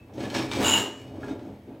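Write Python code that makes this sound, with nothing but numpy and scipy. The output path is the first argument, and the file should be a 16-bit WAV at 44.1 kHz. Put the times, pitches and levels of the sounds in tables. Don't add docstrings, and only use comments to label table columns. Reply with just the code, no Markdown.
import sys
import numpy as np
from scipy import signal
from scipy.io import wavfile
from scipy.ndimage import uniform_filter1d

SR = 44100
rng = np.random.default_rng(int(sys.argv[2]) if len(sys.argv) > 2 else 0)


def to_wav(s):
    ch = np.atleast_2d(s).T
    pcm = np.round(np.clip(ch, -1, 1) * 32767)
    wavfile.write(sys.argv[1], SR, pcm.astype(np.int16))


N = 79380
T = np.arange(N) / SR
EDGES_HZ = np.geomspace(28, 17000, 28)

# f/Hz, t60/s
KITCHEN_T60 = [(100, 0.97), (1000, .5), (3000, 0.39), (7000, 0.41), (14000, 0.33)]
# f/Hz, relative density/dB
FLOOR_SPECTRUM = [(30, -4), (100, 11.5), (300, 3), (1000, -8.5), (2500, -13), (6000, -28.5), (15000, -25)]
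HISS_SPECTRUM = [(40, -4), (150, -3.5), (500, -2), (1500, -1), (3000, -6.5), (6000, -22.5), (15000, -24)]
SCRAPE_SPECTRUM = [(2000, -25), (3600, 2), (4600, -15), (6100, 2), (7500, -14), (15000, -17.5)]
# f/Hz, relative density/dB
KNOCK_SPECTRUM = [(50, -35), (150, -16), (400, -1.5), (900, 5.5), (1400, -2), (2400, -1.5), (3000, 0.5),
                  (4500, -5.5), (7000, -11), (10000, -24.5), (16000, -33.5)]
CHATTER_SPECTRUM = [(50, -40), (150, -24.5), (500, -4.5), (950, 3), (1300, 0), (1800, 3), (2400, -3),
                    (3400, -0.5), (5000, -12), (6000, -7.5), (7100, -9), (8400, -16.5), (11000, -16.5),
                    (12500, -23), (15000, -18.5), (16000, -24)]
TUB_SPECTRUM = [(30, -19), (52, -30.5), (66, -5), (100, 2), (135, -3.5), (170, -12), (205, -4), (240, -5.5),
                (315, 3.5), (420, -3.5), (520, -8), (750, -10), (1000, -18), (1300, -26), (2000, -26.5),
                (4000, -38.5), (8000, -52.5), (16000, -58)]
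# t/s, level/dB
JINGLE_LEVEL = [(.12, -72.5), (.22, -45.5), (.29, -50.5), (.40, -41.5), (.49, -48), (.60, -35.5),
                (.90, -63), (1.0, -55), (1.08, -60), (1.19, -62), (1.25, -53.5), (1.31, -54), (1.37, -65),
                (1.55, -67), (1.8, -79)]
JOLT_LEVEL = [(.60, -39.5), (.635, -29.5), (.665, -25.5), (.69, -24), (.71, -26.5), (.74, -27.5),
              (.785, -28.5), (.81, -37), (.87, -50), (.92, -69)]
ROLL_LEVEL = [(0, -57), (.124, -49.5), (.19, -32.5), (.275, -32.5), (.305, -38.5), (.36, -28),
              (.436, -29.5), (.50, -39.5), (.555, -32.5), (.606, -24), (.68, -28.5), (.80, -31), (.89, -36),
              (.94, -44), (1.08, -45.5), (1.16, -39), (1.25, -38), (1.32, -33.5), (1.41, -42), (1.48, -38),
              (1.57, -48.5), (1.655, -53.5), (1.695, -40), (1.8, -47)]
BASS_LEVEL = [(0, -48), (.12, -48), (.16, -44), (.23, -31.5), (.31, -46), (.38, -33.5), (.45, -38),
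              (.49, -34.5), (.57, -34.5), (.63, -33.5), (.71, -35.5), (.80, -36), (.88, -55.5),
              (.97, -49.5), (1.12, -40), (1.21, -39.5), (1.33, -42.5), (1.45, -46), (1.53, -41),
              (1.61, -52.5), (1.69, -45.5), (1.8, -53)]
# f/Hz, relative level/dB, t60/s
WIRE_MODES = [(1675, 3, 0.097), (1723, -1.5, 0.22), (2293, -8, 0.23), (2525, -1.5, 0.18),
              (3600, -9.5, 0.25), (3706, -13.5, 0.33), (4240, -7, 0.17), (5300, -35.5, 0.23),
              (5490, -15.5, 0.27), (7100, -21, .12)]
DISH_MODES = [(900.6, -14.5, 0.24), (2818, 0, 0.33), (2915, -1.5, 0.59), (3013, -3.5, 0.19),
              (3285, -16.5, .24), (6630, -14.5, .22), (6755, -16, .18), (6792, -10, 0.18),
              (6900, -10, 0.33), (7100, -9, .2), (7160, -17, .15), (7370, -8.5, .22), (7390, -15.5, .2),
              (9318, -22, .22), (10750, -24.5, .22), (11100, -28, .22)]
PANEL_MODES = [(95.7, -5, .25), (126.7, -7, 0.19), (206, -12, 0.46), (270.4, -10.5, 0.33),
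               (315.9, -8, 0.18), (410.5, -19.5, 0.6), (655.2, -14, .15), (979, -21.5, 0.17)]
# t/s, level/dB, tilt/(dB per octave), relative wire ring/dB
KNOCK_EVENTS = [(0.0972, -49, -20, -20), (0.1787, -46, -1.5, -32), (0.2042, -41, 1, -4),
                (0.238, -37, -1, -7), (0.3002, -40.5, 3, -3.5), (.341, -34, 1.5, 0), (0.3477, -25, 0, -2.5),
                (0.363, -32, 2.5, -13), (0.387, -30.5, -3, -5.5), (0.5138, -29, 1, -14),
                (0.534, -33.5, 1, -12), (0.5992, -31, -5, -12), (0.612, -28.5, -6, -9.5),
                (0.6262, -27, 0, -9.5), (1.234, -44, -6.5, -8), (1.2816, -43.5, -2.5, -10),
                (1.393, -50.5, -2, -13), (1.745, -52.5, -8, -14.5)]
# t/s, level/dB, tilt/(dB per octave)
DISH_STRIKES = [(0.639, -41, 5), (0.6438, -33, 4), (0.6555, -31.5, 3.5), (.663, -25, 1), (0.681, -22, 0.5),
                (.6906, -22, 3), (.709, -27.5, 3.5), (0.723, -25.5, 3), (.736, -20, 0.5),
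                (0.7476, -26, -1.5), (.758, -22.5, -6), (.773, -30, -2.5), (.794, -39, -6)]
# t/s, f/Hz, level/dB, t60/s
UTENSIL_PINGS = [(0, 2607, -58.5, .8), (0.2381, 1704, -44.5, 0.46), (0.24, 2490, -46.5, .25),
                 (0.2997, 3090, -38.5, 0.1), (0.3472, 1689, -35.5, .25), (0.3473, 2510, -49, 0.075),
                 (0.347, 5330, -42.5, 0.45), (.5139, 3644, -30.5, 0.094), (.5139, 2342, -37, .2),
                 (1.231, 1417, -34, 0.048), (1.231, 1663, -37, 0.062), (1.2837, 1402, -39.5, .09),
                 (1.2826, 1614, -40, 0.094), (1.2832, 5880, -57.5, 0.24), (1.30, 3710, -51.5, 0.094)]
# t/s, level/dB
WHEEL_DROPS = [(0.179, -28), (0.57, -25), (1.307, -21.5), (1.685, -36)]

ROOM_DB, RING_ROOM_DB = -5, -6
CONTACT_T60_S, PIVOT_HZ, BASS_HZ = 0.012, 2700, 173


def amp(db):
    return 10 ** (np.asarray(db) / 20)


def unit(x):
    return x / np.sqrt(np.mean(x ** 2) + 1e-20)


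def evened(x):
    return x / np.sqrt(uniform_filter1d(unit(x) ** 2, size=2200) + 1e-3)


def at_hz(points, hz):
    f, value = np.transpose(points)
    return np.interp(np.log(hz), np.log(f), value)


def level(curve):
    return amp(np.interp(T, *np.transpose(curve)))


def decay(t60):
    return amp(-60 * T / t60)


def delayed(x, s):
    return np.concatenate([np.zeros(int(s * SR)), x])[:N]


def through(x, response):
    return signal.fftconvolve(x, response)[:N]


def filtered(x, order, hz, kind):
    return signal.sosfilt(signal.butter(order, hz, kind, fs=SR, output="sos"), x)


def noise_bands():
    white = rng.standard_normal((2, N + SR))
    return [(np.sqrt(lo * hi), filtered(white[k % 2], 2, [lo, hi], "band")[SR:])
            for k, (lo, hi) in enumerate(zip(EDGES_HZ, EDGES_HZ[1:]))]


def coloured(spectrum):
    return unit(sum(amp(at_hz(spectrum, hz)) * band for hz, band in noise_bands()))


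def impacts(per_s, spread_db=2.5):
    size = amp(spread_db * np.minimum(rng.exponential(1, N), 4)) * rng.choice([-1, 1], N)
    return size * (rng.random(N) < per_s / SR)


def dense_response(spectrum, t60):
    return sum(amp(at_hz(spectrum, hz)) * band
               * (decay(t60) + amp(ROOM_DB - 12) * decay(at_hz(KITCHEN_T60, hz)))
               for hz, band in noise_bands())


def ring(modes, tilt_db=0, scatter_db=2, rise_s=0.00084):
    tones = np.zeros(N)
    for hz, db, t60 in modes:
        mode_db = db + tilt_db * np.log2(max(hz / PIVOT_HZ, 1)) + scatter_db * rng.standard_normal()
        tones += amp(mode_db) * rng.choice([-1, 1]) * np.sin(2 * np.pi * hz * T) * decay(t60)
    return tones * (1 - np.exp(-T / rise_s))


def background(floor_db=-57.5, hiss_db=-69):
    hiss = amp(hiss_db) * coloured(HISS_SPECTRUM) * np.array([[1], [-1]])
    return amp(floor_db) * coloured(FLOOR_SPECTRUM) + hiss


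def scrape(start_s=0.136, fade_s=0.058, db=-60.5):
    return amp(db) * delayed(coloured(SCRAPE_SPECTRUM) * np.exp(-(T / fade_s) ** 2), start_s)


def jingle(wires_db=-10.5):
    touches = impacts(per_s=900)
    ticks = unit(through(touches, dense_response(KNOCK_SPECTRUM, CONTACT_T60_S)))
    wires = unit(through(touches, ring(WIRE_MODES)))
    return level(JINGLE_LEVEL) * (ticks + amp(wires_db) * wires)


def knocks(rise_s=0.00069, crack_t60_s=0.022):
    bands = noise_bands()
    hz = np.array([centre for centre, _ in bands])
    s, db, tilt_db, _ = np.transpose(KNOCK_EVENTS)
    octaves = np.log2(np.maximum(hz, 700) / PIVOT_HZ)
    colour = amp(at_hz(KNOCK_SPECTRUM, hz) + tilt_db[:, None] * octaves)
    colour /= np.sqrt(colour ** 2 @ [band.var() for _, band in bands])[:, None]
    rise = np.exp(-1 / (rise_s * SR))
    out = np.zeros(N)
    for k, (centre, band) in enumerate(bands):
        energy = np.zeros(N)
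        energy[(s * SR).astype(int)] = (amp(db) * colour[:, k]) ** 2
        energy = signal.lfilter([1 - rise], [1, -rise], energy)
        crack, tail = (signal.lfilter([1], [1, -amp(-120 / (t60 * SR))], energy + 1e-24)
                       for t60 in (crack_t60_s, at_hz(KITCHEN_T60, centre)))
        out += band * np.sqrt(crack + amp(ROOM_DB) ** 2 * tail)
    return out


def chatter():
    during_jolt = (T > JOLT_LEVEL[0][0]) & (T < JOLT_LEVEL[-1][0])
    contacts = unit(impacts(per_s=1300)) * level(JOLT_LEVEL) * during_jolt
    response = dense_response(CHATTER_SPECTRUM, CONTACT_T60_S)
    return through(contacts, response / np.linalg.norm(response))


def ringing(damped_t60_s=0.093, free_ring_db=-8):
    damping = amp(free_ring_db) + decay(damped_t60_s)
    dishes = sum(amp(db) * delayed(ring(DISH_MODES, tilt_db) * damping, s)
                 for s, db, tilt_db in DISH_STRIKES)
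    wires = sum(amp(db + ring_db - 4.5) * delayed(ring(WIRE_MODES, tilt_db), s)
                for s, db, tilt_db, ring_db in KNOCK_EVENTS)
    utensils = sum(delayed(ring([mode]), s) for s, *mode in UTENSIL_PINGS)
    direct = dishes + wires + utensils
    room = sum(band * decay(at_hz(KITCHEN_T60, hz)) for hz, band in noise_bands())
    return direct + amp(RING_ROOM_DB) * through(direct, room / np.linalg.norm(room))


def thuds(hz=295.4, length_s=0.0068):
    pulse = np.sin(2 * np.pi * hz * T) * (2 * T / length_s) * np.exp(1 - 2 * T / length_s)
    return sum(amp(db) * delayed(pulse, s) for s, db in WHEEL_DROPS)


def wheels():
    bumps = impacts(per_s=1300)
    tub = unit(through(bumps, dense_response(TUB_SPECTRUM, t60=0.15)))
    panels = unit(through(bumps, ring(PANEL_MODES)))
    rumble = amp(-2.5) * tub + amp(-3) * panels
    bass, body = (evened(filtered(rumble, 4, BASS_HZ, kind)) for kind in ("low", "high"))
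    return body * level(ROLL_LEVEL) + bass * level(BASS_LEVEL)


def scene():
    return wheels() + thuds() + scrape() + jingle() + knocks() + chatter() + ringing() + background()


def record(dry):
    low_cut_hz, high_cut_hz = 43.3, 15750
    thin = filtered(dry, 4, low_cut_hz, "high")
    return signal.sosfilt(signal.ellip(10, .1, 80, high_cut_hz, fs=SR, output="sos"), thin)


dry = scene()
out = record(dry)
to_wav(out)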